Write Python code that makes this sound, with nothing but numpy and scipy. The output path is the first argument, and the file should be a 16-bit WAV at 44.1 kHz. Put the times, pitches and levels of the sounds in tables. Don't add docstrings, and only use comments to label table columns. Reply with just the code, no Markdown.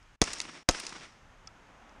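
import sys
import numpy as np
from scipy import signal
from scipy.fft import rfft, irfft
from scipy.io import wavfile
from scipy.ndimage import uniform_filter1d

SR = 44100
rng = np.random.default_rng(int(sys.argv[2]) if len(sys.argv) > 2 else 0)


def digitize_waveform(pressure):
    field = np.atleast_2d(pressure).T
    bounded = np.clip(field, -1, 1)
    quanta = np.round(bounded * 32767).astype(np.int16)
    wavfile.write(sys.argv[1], SR, quanta)


N = 88200
T = np.arange(N) / SR
GROUND_DELAY_S = 0.00705
CLICK_RISE_S = 0.00036


def from_db(db):
    return 10 ** (np.asarray(db) / 20)

def rms_one(x):
    return x / np.sqrt(np.mean(x ** 2) + 1e-20)

def cut(x, hz, kind, order=2):
    return signal.sosfilt(signal.butter(order, hz, kind, fs=SR, output="sos"), x + 1e-18)

def coloured(spectrum, source=None):
    hz, db = np.transpose(spectrum)
    f = np.maximum(np.fft.rfftfreq(N, 1 / SR), 1)
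    gain = from_db(np.interp(np.log(f), np.log(hz), db))
    gain *= np.minimum(f / hz[0], 1) ** 2 * np.minimum(hz[-1] / f, 1) ** 2
    return rms_one(irfft(rfft(rng.standard_normal(N) if source is None else source) * gain, N))

def envelope(start, rise, hold, t60):
    return np.clip((T - start) / rise, 0, 1) * from_db(-60 * np.maximum(T - start - hold, 0) / t60)

def swell(centre, width):
    return np.exp(-.5 * ((T - centre) / width) ** 2)

def ring(start, hz, t60):
    age = np.maximum(T - start, 0)
    return np.sin(2 * np.pi * hz * age) * from_db(-60 * age / t60)

def resonate(x, hz, t60):
    r = np.exp(-np.log(1000) / (t60 * SR))
    feedback = [1, -2 * r * np.cos(2 * np.pi * hz / SR), r * r]
    return signal.lfilter(np.array([1, 0, -1]) * (1 - r * r) / 2, feedback, x + 1e-18)


# time in seconds, level in dB.
RUSH_LEVEL = [(0, -67.5), (1.05, -63), (1.35, -62), (1.6, -59.5), (1.8, -58.5), (2.0, -55.5)]
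BUFFET_LEVEL = [(0, -62.5), (0.33, -56.5), (0.55, -71.5), (1.35, -60), (1.65, -65), (2.0, -60)]
# frequency in Hz, relative level in dB.
RUSH_COLOUR = [(100, -7), (210, -1), (400, -7), (750, -2.5), (1300, -5), (2800, -18.5), (4000, -32)]
BUFFET_COLOUR = [(30, 3), (70, -7), (140, -11.5), (300, -33.5)]
HISS_COLOUR = [(1500, 8), (3200, 2), (4200, -5), (6200, -4.5), (6550, -1.5), (6900, -7), (9500, -16.5),
               (11500, -22.5), (14000, -32)]

def breeze():
    rush_db = np.interp(T, *np.transpose(RUSH_LEVEL))
    rush = from_db(rush_db) * coloured(RUSH_COLOUR)
    buffet = from_db(np.interp(T, *np.transpose(BUFFET_LEVEL))) * coloured(BUFFET_COLOUR)
    hiss = from_db(-65.5 + 0.1 * (rush_db - rush_db.mean())) * coloured(HISS_COLOUR)
    return rush + buffet + hiss


def reflections(spectrum, per_second=1700, share=0.39):
    grains = rms_one((rng.random(N) < per_second / SR) * rng.standard_normal(N))
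    return coloured(spectrum, np.sqrt(share) * grains + np.sqrt(1 - share) * rng.standard_normal(N))

# frequency in Hz, relative level in dB.
STONES_COLOUR = [(300, -15), (1500, -2.5), (2600, -0.5), (3900, -7.5), (5600, 0.5), (7000, -3.5),
                 (9900, -16.5), (11000, -28.5), (13000, -51)]
SLOPE_COLOUR = [(59, -44), (100, -12.5), (333, -6.5), (565, -11.5), (979, -7), (1730, -9.5), (1880, -6),
                (4240, -9.5), (5640, -1), (6120, -8.5), (9580, -16), (11500, -40.5), (13000, -56)]
ECHO_COLOUR = [(60, -19.5), (280, 2), (600, -4.5), (1500, 2), (2800, -3), (5000, -11.5), (9000, -18.5),
               (13000, -63)]
ROLL_COLOUR = [(150, 6), (270, 2.5), (420, -15.5)]
# delay in seconds, level in dB, width in seconds.
ECHOES = [(0.0625, -36, 0.0046), (0.098, -46, 0.0081), (0.15, -46.5, 0.0051), (0.2385, -41, 0.0026),
          (0.274, -45, 0.0084), (0.347, -49.5, 0.021)]

def hillside(start):
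    scatter = reflections(SLOPE_COLOUR)
    stones = from_db(-30.5) * envelope(start, GROUND_DELAY_S, 0, t60=0.11) * coloured(STONES_COLOUR)
    low = cut(scatter, 3520, "low", order=1)
    treble = scatter - low
    slope = low * envelope(start, 0.051, 0, t60=1.65) + treble * envelope(start, 0.051, 0, t60=0.9)
    slope *= from_db(-38.5) * envelope(start, GROUND_DELAY_S, 0.36, t60=0.64)
    echoes = sum(from_db(db) * swell(start + delay, width) for delay, db, width in ECHOES)
    echoes *= reflections(ECHO_COLOUR)
    roll = from_db(-61) * swell(start + 0.3, width=0.07) * coloured(ROLL_COLOUR)
    return stones + cut(slope + echoes, 110, "high") + roll


# start in seconds, level in dB.
TAPS = [(0.028, -53.5), (1.1234, -56), (1.4731, -37), (1.4756, -41), (1.893, -56.5)]
# pitch in Hz, relative level in dB, ring time in seconds.
FITTING_TONES = [(1330, -0.5, 0.063), (2280, -2, 0.0033), (3400, -10, 0.029), (4920, 2, 0.01),
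                 (5250, 1.5, 0.0077), (5690, -2.5, 0.0091)]

def loose_fitting(tap_s=0.0012):
    taps = sum(from_db(db) * envelope(start, CLICK_RISE_S, tap_s, 2 * tap_s) for start, db in TAPS)
    chatter = rng.standard_normal(N) * taps
    rings = sum(from_db(db) * rms_one(resonate(chatter, hz, t60)) for hz, db, t60 in FITTING_TONES)
    return cut(rms_one(rings) * chatter.std(), 6900, "low", order=4)


# start in seconds, level in dB, length in seconds, brightest pitch in Hz.
CLICKS = [(0.2385, -30.5, 0.004, 6400), (0.332, -33.5, 0.006, 6900), (0.384, -42.5, 0.0047, 5400),
          (0.3944, -38, 0.0009, 7000), (0.4021, -22, 0.0011, 3950), (0.4135, -38, 0.0072, 5660),
          (0.71, -33, 0.0023, 7200), (0.798, -37, 0.0056, 8200), (0.832, -48.5, 0.0073, 3000),
          (0.851, -43, 0.0023, 5750), (0.8662, -30, 0.0013, 5300), (0.869, -38, 0.0025, 5200),
          (0.8922, -45, 0.0053, 5450)]
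# pitch in Hz, relative level in dB, ring time in seconds.
STEEL_TONES = [(1352, -7.5, 0.02), (2140, 2.5, 0.009), (2659, 7, 0.0081), (3850, -11, 0.024),
               (4364, 2.5, 0.0063), (5050, 2.5, 0.007), (5750, -1, 0.0058), (6500, -3, 0.0039),
               (7650, -11.5, 0.00508), (8900, -3.5, 0.0037)]

def reloading(focus_octaves=0.14):
    clicks, grit = np.zeros(N), coloured(CRACK_COLOUR)
    for start, db, length, bright_hz in CLICKS:
        contact = envelope(start, CLICK_RISE_S, length / 2, 4 * length)
        scrape = rng.standard_normal(N) * contact
        rings = np.zeros(N)
        for hz, tone_db, t60 in STEEL_TONES:
            nearness = np.exp(-.5 * (np.log2(hz / bright_hz) / focus_octaves) ** 2)
            rings += from_db(tone_db) * (0.27 + nearness) * rms_one(resonate(scrape, hz, t60))
        rasp = cut(grit * contact, bright_hz / 2, "high", order=1)
        rasp = rms_one(cut(rasp, 1.7 * bright_hz, "low", order=4))
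        rasp *= 0.96 * min(length / 0.0056, 1)
        click = rms_one(cut(rings, 9600, "low", order=10)) + rasp
        clicks += from_db(db) * rms_one(click) * np.sqrt(length * SR / N)
    return clicks


def pressure(start, length):
    age = np.maximum(T - start, 0) / length
    return (T >= start) * np.cos(np.pi / 2 * age) * np.exp(-age / 1.4)

def shock(start, length):
    return cut(cut(pressure(start, length), 40, "high", order=1), 11100, "low", order=6)

# frequency in Hz, relative level in dB.
CRACK_COLOUR = [(200, -14), (700, -1), (1400, -4.5), (2500, -3.5), (3800, 0.5), (5300, 0.5), (6600, -1.5),
                (8000, -6), (9900, -4.5), (10800, -17), (13000, -21.5), (15500, -58.5)]
BOOM_COLOUR = [(25, 1), (45, 7), (90, -17), (170, -7.5), (700, -8.5), (2000, -35)]
# pitch in Hz, relative level in dB, ring time in seconds.
HOUSING_TONES = [(313.5, -29.5, 0.016), (445, -29, 0.013), (738, -31, 0.043), (1303, -33.5, 0.15),
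                 (2320, -31, 0.022), (5230, -28.5, 0.061), (5600, -38, 0.027), (6460, -15, 0.037)]
# start in seconds; levels of shock, crack, housing ring and thump in dB; thump
# pitch in Hz and delay in seconds; gas push level in dB, then its delay and length in seconds.
SHOTS = [(0.2163, -7, -13.5, -5, -6, 346, 0.001, -19.5, 0.0022, 0.0053),
         (0.6886, -2, -15, -2.5, -10.5, 584, 0.001956, -28.5, 0.0099, 0.015)]

def shot(start, shock_db, crack_db, ring_db, thump_db, thump_hz, thump_delay,
         push_db, push_delay, push_length):
    front = from_db(shock_db) * shock(start, length=0.00016)
    harsh = coloured(CRACK_COLOUR)
    for _ in range(2):
        harsh = coloured(CRACK_COLOUR, np.sign(harsh))
    crack = from_db(crack_db) * harsh * envelope(start, rise=0.0006, hold=0.0011, t60=0.014)
    housing = sum(from_db(ring_db + db) * ring(start, hz, t60) for hz, db, t60 in HOUSING_TONES)
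    thump = -from_db(thump_db) * ring(start + thump_delay, thump_hz, t60=0.0071)
    push = from_db(push_db) * cut(pressure(start + push_delay, push_length), 501.4, "low")
    boom = from_db(-25) * envelope(start, rise=0.00058, hold=0, t60=0.093) * coloured(BOOM_COLOUR)
    bounce = from_db(-10) * shock(start + GROUND_DELAY_S, length=0.00051)
    bounce += from_db(-12.5) * np.interp(T - GROUND_DELAY_S, T, crack)
    return front + crack + housing + thump + push + boom + cut(bounce, 7600, "low")


def scene(dip_db=-28):
    gun, background, dip = reloading() + loose_fitting(), breeze(), np.zeros(N)
    for start, *settings in SHOTS:
        gun += shot(start, *settings)
        background += hillside(start)
        dip += (T > start - 0.055) & (T < start - 0.005)
    background *= from_db(dip_db * uniform_filter1d(dip, size=300))
    return (gun + background)[None]

def record(dry, ceiling=0.8, top_hz=16000):
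    rounded = ceiling * np.tanh(dry / ceiling)
    return signal.sosfilt(signal.cheby2(12, 70, top_hz, fs=SR, output="sos"), rounded)


dry = scene()
out = record(dry)
digitize_waveform(out)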